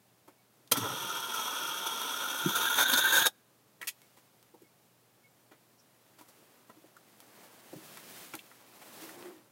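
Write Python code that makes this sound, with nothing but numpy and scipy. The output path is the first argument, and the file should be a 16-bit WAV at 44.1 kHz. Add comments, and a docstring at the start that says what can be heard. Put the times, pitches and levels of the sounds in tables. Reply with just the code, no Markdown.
"""On a workbench in a shed, a wooden block trips a circuit breaker and an electric arc burns inside it
for two and a half seconds. The arc's harsh hiss rings the breaker's chamber, whose pitch climbs as it
heats; the arc surges, snaps and goes out. Then come a short puff of gas, small knocks about the bench
and a soft rustle of cloth, over quiet outdoor air, far birds and a mains hum."""
import sys
import numpy as np
from scipy import signal
from scipy.fft import rfft, irfft
from scipy.io import wavfile

SR = 44100
rng = np.random.default_rng(int(sys.argv[2]) if len(sys.argv) > 2 else 0)


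def put_to_file(sound):
    """Save the sound as 16-bit audio at rate SR, in the file named by the first command-line argument."""
    columns = np.atleast_2d(sound).T  # one column per channel
    safe = np.clip(columns, -1, 1)
    whole_steps = np.round(safe * 32767)
    wavfile.write(sys.argv[1], SR, whole_steps.astype(np.int16))


N = 419391
TIME = np.arange(N) / SR

ARC_ON_S, ARC_OFF_S = 0.72, 3.272
WILD_FROM_S, WILD_BY_S = 2.1, 2.8  # the contacts burn back and the arc turns unsteady
# strength of the arc between its flares (time [s], level [dB])
ARC_STRENGTH = [(0.762, -49.5), (0.79, -47.5), (1.2, -45.5), (1.272, -49), (1.342, -45), (1.4, -45.5),
                (1.48, -45.5), (2.1, -45.5), (2.46, -42), (2.53, -41.5), (2.56, -38.5), (3.25, -35.5)]
# moments when the arc nearly goes out and its hiss dips (time [s])
STALL_TIMES = [2.857, 3.024, 3.246]
# the chamber's lowest note, rising as its gas heats (time [s], pitch [Hz])
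HEATED_PITCH = [(0.75, 1350), (0.95, 1385), (1.9, 1385), (2.4, 1425), (2.75, 1480), (3.06, 1570),
                (3.25, 1590)]
# notes the chamber rings at (base pitch [Hz], width [Hz], level [dB], share of the heat's rise [0-1])
CHAMBER_NOTES = [(1408, 108, 5, 0.99), (3472, 210, -0.5, 0.45), (5920, 350, -9, 0.76)]
# fixed notes of the breaker's case and the bench (pitch [Hz], width [Hz], level [dB])
CASE_NOTES = [(915, 65, -1.5), (1050, 120, -5.5), (1232, 35, 1.5), (2735, 70, -9), (2950, 60, -10),
              (3275, 70, 1)]
# tone of the arc's roar (frequency [Hz], level [dB])
ROAR_TONE = [(60, -21.5), (250, 4), (600, 3.5), (1100, 3.5), (2000, -3), (3000, 5), (4600, -7.5),
             (6500, -8), (7400, -26)]
# tone of the early sizzle (frequency [Hz], level [dB])
SIZZLE_TONE = [(3000, -38.5), (5000, -7), (5900, 7), (7400, -11.5), (8200, -1.5), (10000, -2), (11400, -3),
               (12800, 0.5), (15800, -9.5)]
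# tone of the sizzle once the arc is wild (frequency [Hz], level [dB])
HOT_SIZZLE_TONE = [(3000, -3.5), (5400, -17.5), (6700, 5), (7800, -7.5), (9500, 1), (11500, 3.5),
                   (15800, 3)]
# whistles of the chamber (start [s], length [s], level [dB], pitch [Hz])
CHAMBER_WHISTLES = [(2.226, 0.036, -35.5, 1395), (2.395, 0.01, -30, 1420), (2.552, 0.014, -45, 1410),
                    (2.655, 0.025, -30, 1602), (2.697, 0.027, -30.5, 1416), (2.845, 0.091, -28, 1592),
                    (2.948, 0.014, -25.5, 1460), (3.036, 0.035, -20.5, 1570), (3.119, 0.023, -21, 1608),
                    (3.165, 0.012, -19, 1546), (3.195, 0.046, -26.5, 1630)]
# brief spits of crackle, most as the arc strikes (time [s], level [dB], fade [s])
ARC_SPITS = [(0.716, -22.5, 0.0027), (0.7209, -13, 0.0034), (0.725, -24.5, 0.0058), (0.774, -26.5, 0.011),
             (2.937, -20.5, 0.0015)]
# flares of the burning arc (start [s], length [s], level [dB])
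ARC_FLARES = [(1.335, 0.029, -35.5), (1.862, 0.015, -33.5), (2.548, 0.035, -30), (2.776, 0.063, -26.5),
              (2.92, .026, -26.5), (2.97, 0.023, -23.5), (3.122, 0.035, -27.5), (3.155, 0.046, -24),
              (3.215, 0.014, -30), (3.252, 0.02, -22.5)]
# single sharp snaps (time [s], level [dB])
SHARP_SNAPS = [(0.7196, 0), (2.017, -11), (2.804, -8), (2.938, -2.5), (3.2675, 1.5), (3.8214, -23),
               (4.018, -32), (4.428, -34), (7.204, -26), (7.974, -22.5), (8.353, -20)]
# tone of spits, flares and snaps (frequency [Hz], level [dB])
SPARK_TONE = [(60, -19), (250, 2.5), (900, 7.5), (2200, 2), (3600, 4.5), (5200, 2), (7600, -0.5),
              (11000, 3), (15800, -0.5)]
# bands that cancel around the breaker (frequency [Hz], width [Hz], depth [0-1])
HOLLOW_BANDS = [(829, 40, 0.8), (1985, 220, 0.4), (2803, 73, 0.5), (4200, 69, 0.2), (4820, 110, .7),
                (7050, 140, .85), (7620, 56, 0.7)]
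# pushes of hot gas (time [s], level [dB], centre [Hz], spread [octaves], fade [s])
GAS_WHUMPS = [(0.759, -33, 1050, 0.52, 0.01), (0.777, -33.5, 202, 0.53, 0.056),
              (0.798, -40, 139, 0.47, 0.14), (0.83, -37, 590, 0.98, 0.11), (2.466, -22, 270.4, 0.26, 0.012),
              (2.468, -25.5, 170, 0.19, 0.014), (2.79, -26.5, 1100, 0.66, 0.031),
              (2.934, -32, 233, 0.39, 0.0087), (2.937, -20.5, 3950, 0.18, 0.0031)]
# tone of the last puff of gas (frequency [Hz], level [dB])
PUFF_TONE = [(200, -19), (1700, -3), (2500, 7), (4000, 1), (9500, 2.5), (15800, 0)]

# knocks about the bench (time [s], level [dB], centre [Hz], spread [octaves], treble [dB])
BENCH_KNOCKS = [(0.283, -51, 370, 1.2, -20), (0.676, -53, 4030, 0.56, -4), (0.724, -36.5, 180, 0.53, -40),
                (3.812, -55, 300, 1.1, -32), (3.816, -37, 1850, 0.52, -12), (3.829, -36, 1660, 0.4, -24),
                (4.545, -53.5, 420, 0.77, -28), (4.623, -54.5, 241, 0.64, -27),
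                (6.214, -50.5, 446, 1.2, -12), (6.7, -49, 420, 1.28, -20.5), (6.778, -58.5, 338, 0.15, -49),
                (6.844, -54, 422, 0.58, -41), (6.969, -48.5, 1350, 0.21, -22), (7.733, -42, 343, 0.71, -29),
                (7.765, -45, 210, 0.67, -30), (7.972, -46, 1090, .72, -15), (8.339, -37, 1100, 0.76, -15),
                (8.343, -41, 434, 1.5, -25), (8.353, -34, 13000, 0.073, -7), (8.392, -42, 3100, 0.28, -25),
                (8.516, -51.5, 1400, 0.47, -28), (9.094, -44.5, 1600, 0.26, -22)]
# soft scuffs (time [s], level [dB], treble [dB])
SOFT_SCUFFS = [(0.289, -61, -21), (3.845, -50.5, -2), (4.175, -57, -11), (5.521, -54, -21),
               (6.192, -53, -7), (6.29, -55, 1.5), (7.44, -55, -8), (8.82, -50, -11)]
# notes of the bench when knocked or rubbed (pitch [Hz], width [Hz], level [dB])
BENCH_NOTES = [(317.5, 20, 9), (352, 15, 6.5), (820, 47, -12)]
# strokes of sliding cloth (peak time [s], rise [s], fall [s], low rub [dB], high swish [dB])
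CLOTH_STROKES = [(4.0, 0.11, 0.38, -83.5, -66), (6.4, 0.52, 1, -68, -64.5), (7.419, 0.26, 0.45, -60, -58),
                 (7.88, 0.23, 0.35, -61, -53.5), (8.1, 0.048, 0.15, -78, -51.5),
                 (8.24, 0.28, 0.14, -81, -49), (9.04, 0.24, 0.12, -58, -48.5),
                 (9.26, 0.31, 0.088, -52, -55)]
# tone of the cloth's low rub (frequency [Hz], level [dB])
RUB_TONE = [(60, -20), (230, 3), (600, 3.5), (1050, 0.5), (2200, -6.5), (5000, -33)]
# tone of the cloth's fine swish (frequency [Hz], level [dB])
SWISH_TONE = [(80, -7.5), (200, 5.5), (1200, -0.5), (2500, -0.5), (7000, -4), (13500, -3.5)]
# tone of a snagging thread (frequency [Hz], level [dB])
SNAG_TONE = [(300, 2), (1700, 5), (3500, 4), (12000, -18)]
# the rub sticks and slips on the bench's low notes (start [s], length [s], level [dB], pitch [Hz])
BENCH_GROANS = [(9.003, 0.042, -51.5, 318.4), (9.15, 0.077, -55, 351), (9.236, 0.047, -47, 359),
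                (9.315, 0.06, -61, 312)]

# tone of the outdoor air (frequency [Hz], level [dB])
AIR_TONE = [(70, -8), (170, -0.5), (320, -3), (600, -5), (1100, -9.5), (1900, -13.5), (7000, -17.5),
            (15800, -16.5)]
# calls of far birds (time [s], level [dB], pitch [Hz])
BIRD_PIPS = [(0.4, -71, 2230), (4.035, -67.5, 2190), (4.665, -67, 2190), (5.261, -65.5, 2197),
             (5.8, -68, 5600)]
# echoes off the bench top and the wall (delay [s], gain [ratio])
CLOSE_ECHOES = [(0.00088, .12), (0.00215, .3), (0.00308, .17)]


def arc():
    """The arc's foot hops about: a flickering hiss, wilder and brighter as the contacts burn back."""
    strength_db = follow(ARC_STRENGTH)
    wild = np.interp(TIME, [WILD_FROM_S, WILD_BY_S], [0, 1])
    burning = (TIME > ARC_ON_S) & (TIME < ARC_OFF_S)
    howl = unit(chamber(crackle(grain_db=2.5), waver_db=2.5)) * amp(strength_db + 5 + 2 * wild)
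    case = amp(1.5) * unit(ring(crackle(grain_db=3), CASE_NOTES))
    roar = colour(crackle(grain_db=3.5), ROAR_TONE)
    grains = crackle(grain_db=3.5)
    sizzle = (1 - wild) * amp(0.3) * colour(grains, SIZZLE_TONE)
    sizzle += wild * amp(1.5) * colour(grains, HOT_SIZZLE_TONE)
    sputter_db = (0.4 + 1.7 * wild) * wander(rate=160)
    stall_db = -10 * sum(np.exp(-((TIME - s) / 0.012) ** 2) for s in STALL_TIMES)
    hiss = (case + roar) * amp(-5.5 * wild) + sizzle
    hiss *= amp(strength_db + 2.5 + sputter_db + stall_db)
    flicker_db = (1 + .5 * wild) * wander(rate=160)
    return (howl + hiss) * amp(flicker_db) * burning


def chamber(x, waver_db=0):
    """The chamber rings like a short pipe: hot gas raises its notes and swirling gas shakes them."""
    lowest_hz = follow(HEATED_PITCH) * (1 + .007 * wander(rate=70))
    rise = lowest_hz / CHAMBER_NOTES[0][0]
    out = np.zeros(N)
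    for base_hz, width, db, share in CHAMBER_NOTES:
        hz = base_hz * rise ** share
        level = amp(db + waver_db * np.tanh(wander(rate=55)))  # wavers as the arc's foot hops
        out += level * resonate(resonate(x, hz, 2 * width), hz, 2 * width)
    return out


def whistles():
    """The hot chamber breaks into short whistles."""
    return tones(CHAMBER_WHISTLES, rise=0.016, fall=0.0068, quiver_hz=24.18)


def sparks():
    """Brief spits, longer flares of crackle and single snaps; the flares also ring the hot chamber."""
    spits = sum(amp(db) * swell(TIME - s, fade) for s, db, fade in ARC_SPITS)
    flares, snaps = np.zeros(N), np.zeros(N)
    for s, length, db in ARC_FLARES:
        add(flares, s, amp(db) * gate(TIME[:SR // 4], length, rise=0.0045, fall=0.0015))
    flares *= amp(0.75 * wander(rate=160))
    for s, db in SHARP_SNAPS:
        add(snaps, s, -amp([db]))
    grains = crackle(grain_db=0.5)
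    crack = colour(amp(-3) * (spits + flares) * grains + snaps, SPARK_TONE)
    sizzle = amp(-6.5) * colour(spits * rng.standard_normal(N), SIZZLE_TONE)
    return crack + sizzle + amp(11) * chamber(flares * grains)


def whumps():
    """Hot gas leaves the breaker in short pushes, most of them low and dull."""
    out = np.zeros(N)
    for row in GAS_WHUMPS:
        add(out, *burst(*row))
    return out


def puff():
    """The last spit of gas makes one short, bright hiss."""
    level = amp(-31.5) * gate(TIME - 3.871, length=0.019, rise=0.0027, fall=0.0051)
    return level * colour(rng.standard_normal(N), PUFF_TONE)


def knocks():
    """Short knocks and soft scuffs both make the bench ring."""
    out = np.zeros(N)
    for s, db, centre_hz, spread, treble_db in BENCH_KNOCKS:
        fade = 0.0061 * (1000 / centre_hz) ** 0.64  # higher knocks die faster
        add(out, *burst(s, db, centre_hz, spread, fade, treble=amp(treble_db)))
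    for s, db, treble_db in SOFT_SCUFFS:
        add(out, *burst(s, db, centre_hz=583, spread=1.3, fade=0.017, treble=amp(treble_db)))
    return out + amp(-6.5) * ring(out, BENCH_NOTES)


def rustle():
    """Sliding cloth: an uneven rub that rings the bench, with a few groans, snags and a fine swish."""
    rub_level, swish_level = strokes()
    rub = colour(crackle(grain_db=3.5), RUB_TONE) * rub_level * amp(0.19 * wander(rate=25))
    groans = tones(BENCH_GROANS, rise=0.022, fall=0.04, quiver_hz=22)
    swish = colour(crackle(grain_db=1.25), SWISH_TONE) * swish_level * amp(wander(rate=47))
    snags = rng.laplace(size=N) * (rng.random(N) < 35 / SR)  # about 35 threads catch each second
    ticks = colour(snags, SNAG_TONE) * rub_level * amp(14)
    return rub + 0.18 * ring(rub, BENCH_NOTES) + groans + swish + ticks


def strokes():
    """Levels of rub and swish: each stroke of the cloth speeds up and slows again."""
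    power = np.zeros((2, N))
    for s, rise, fall, rub_db, swish_db in CLOTH_STROKES:
        from_peak = np.maximum((s - TIME) / rise, (TIME - s) / fall)
        speed = np.exp(-abs(from_peak) ** 0.9)  # a pointed peak; 2 would give a bell shape
        power += (amp([[rub_db], [swish_db]]) * speed) ** 2
    return np.sqrt(power)


def outdoors():
    """Quiet air, a mains hum and the thin pips of birds far away."""
    air = amp(-66 + .4 * wander(rate=22)) * colour(rng.standard_normal(N), AIR_TONE)
    hum = amp(-75) * np.sin(2 * np.pi * 120 * TIME)
    return air + hum + sum(bird_pip(*row) for row in BIRD_PIPS)


def bird_pip(s, db, hz):
    """One short bird call; the higher it is, the more it buzzes."""
    width = 31 * (hz / BIRD_PIPS[0][2]) ** 4
    buzz = unit(resonate(resonate(rng.standard_normal(N), hz, width), hz, width))
    return amp(db) * np.exp(-((TIME - s) / 0.018) ** 2) * buzz


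def hollow(x):
    """Narrow bands cancel where the arc's sound meets its own echoes."""
    for hz, width, depth in HOLLOW_BANDS:
        x = x - depth * resonate(x, hz, width)
    return x


def echo_tail(x, fade_s, size=32768):
    """Scattered echoes that start 3 ms late and fall by 60 dB in `fade_s`."""
    t = TIME[:size]
    echoes = rng.standard_normal(size) * (rng.random(size) < .1) * (t > .003)
    echoes *= amp(-60 * t / fade_s)
    return signal.oaconvolve(x, echoes / np.linalg.norm(echoes))[:N]


def tones(rows, rise, fall, quiver_hz):
    """Brief quivering tones, each on its own pitch."""
    quiver = 2 * np.pi * np.cumsum(quiver_hz * wander(rate=440)) / SR
    out = np.zeros(N)
    for s, length, db, hz in rows:
        phase = quiver[round(s * SR):][:SR // 4]
        t = TIME[:len(phase)]
        tone = np.sqrt(2) * np.sin(2 * np.pi * hz * t + phase)
        add(out, s, amp(db) * gate(t, length, rise, fall) * tone)
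    return out


def burst(s, db, centre_hz, spread, fade, treble=0, size=32768):
    """Start time and sound of a short, grainy burst in one band, with optional treble on top."""
    t = TIME[:size] - .05
    hz = np.fft.rfftfreq(size, 1 / SR) + 1
    off_centre = abs(np.log2(hz / centre_hz) / spread)
    band = np.exp(-off_centre ** 3 / 4) + treble * hz / (hz + 800)
    level = swell(t, fade)
    grains = irfft(rfft(rng.laplace(size=size) * level) * band)
    return s + t[0], amp(db) * unit(grains) * np.sqrt(np.mean(level ** 2))


def crackle(grain_db):
    """Noise of tiny sparks or slips, each of its own random size."""
    return unit(rng.standard_normal(N) * amp(grain_db * wander(rate=3000)))


def ring(x, notes):
    """Lets a sound ring an object's fixed notes."""
    return sum(amp(db) * resonate(x, hz, width) for hz, width, db in notes)


def resonate(x, hz, width):
    """Keeps a narrow band of a sound, ringing at a pitch that may move."""
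    turn = np.exp(2j * np.pi * np.cumsum(hz * np.ones(N)) / SR)
    feedback = np.exp(-np.pi * width / SR)
    return 2 * (turn * signal.lfilter([1 - feedback], [1, -feedback], x / turn + 1e-18)).real


def colour(x, tone, size=4096):
    """Shapes a sound with a tone table; plain noise keeps its overall level."""
    hz, db = np.transpose(tone)
    log_hz = np.log(abs(np.fft.fftfreq(size, 1 / SR)) + 1)
    log_gain = np.log(amp(np.interp(log_hz, np.log(hz), db)))
    response = np.exp(np.conj(signal.hilbert(log_gain)))  # rings only after a click, never before
    taps = np.fft.ifft(response).real[:size // 2]
    return signal.oaconvolve(x, taps / np.linalg.norm(taps))[:len(x)]


def swell(t, fade):
    """A level that rises quickly to t = 0 and then dies away."""
    rise = min(0.34 * fade, .005)
    return np.exp(-.5 * (np.minimum(t, 0) / rise) ** 2 - np.maximum(t, 0) / fade)


def gate(t, length, rise, fall):
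    """A level that rises from t = 0, holds until `length` and then dies away."""
    return np.clip(t / rise, 0, 1) * np.exp(-np.maximum(t - length, 0) / fall)


def wander(rate):
    """Random drift of about size one, with `rate` turns a second."""
    return unit(np.interp(TIME * rate, np.arange(N), rng.standard_normal(N)))


def follow(rows):
    """Joins (time, value) points with straight lines."""
    return np.interp(TIME, *np.transpose(rows))


def add(mix, s, sound):
    """Adds a sound into the mix at time s."""
    part = mix[round(s * SR):][:len(sound)]
    part += sound[:len(part)]


def amp(db):
    """Turns decibels into a gain."""
    return 10 ** (np.asarray(db) / 20)


def unit(x):
    """Scales a signal to an average power of one."""
    return x / np.sqrt(np.mean(x ** 2) + 1e-20)


def scene():
    """Breaker and knocks echo off the bench, shed and yard; cloth and outdoor sounds stay dry."""
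    near = hollow(arc() + whistles() + sparks()) + whumps() + knocks() + puff()
    close = near + sum(gain * np.pad(near, (round(s * SR), 0))[:N] for s, gain in CLOSE_ECHOES)
    # the shed's echoes slowly sway between two tails, so their colour keeps shifting
    turn = 2 * np.pi * 1.5 * TIME + .6 * wander(rate=6)
    shed = echo_tail(near * np.cos(turn), fade_s=0.075) + echo_tail(near * np.sin(turn), fade_s=0.05)
    yard = echo_tail(near, fade_s=.7)
    return (amp(-1.46) * close + amp(-8.5) * shed + amp(-44) * yard + rustle() + outdoors())[None]


def record(dry):
    """Trims the bass below 95 Hz and the treble above 15900 Hz."""
    thin = signal.sosfilt(signal.butter(3, 95, "high", fs=SR, output="sos"), dry)
    treble_cut = signal.firwin(511, 15900, window=("kaiser", 9), fs=SR)
    return signal.oaconvolve(thin, treble_cut[None], "same")


dry = scene()
out = record(dry)
put_to_file(out)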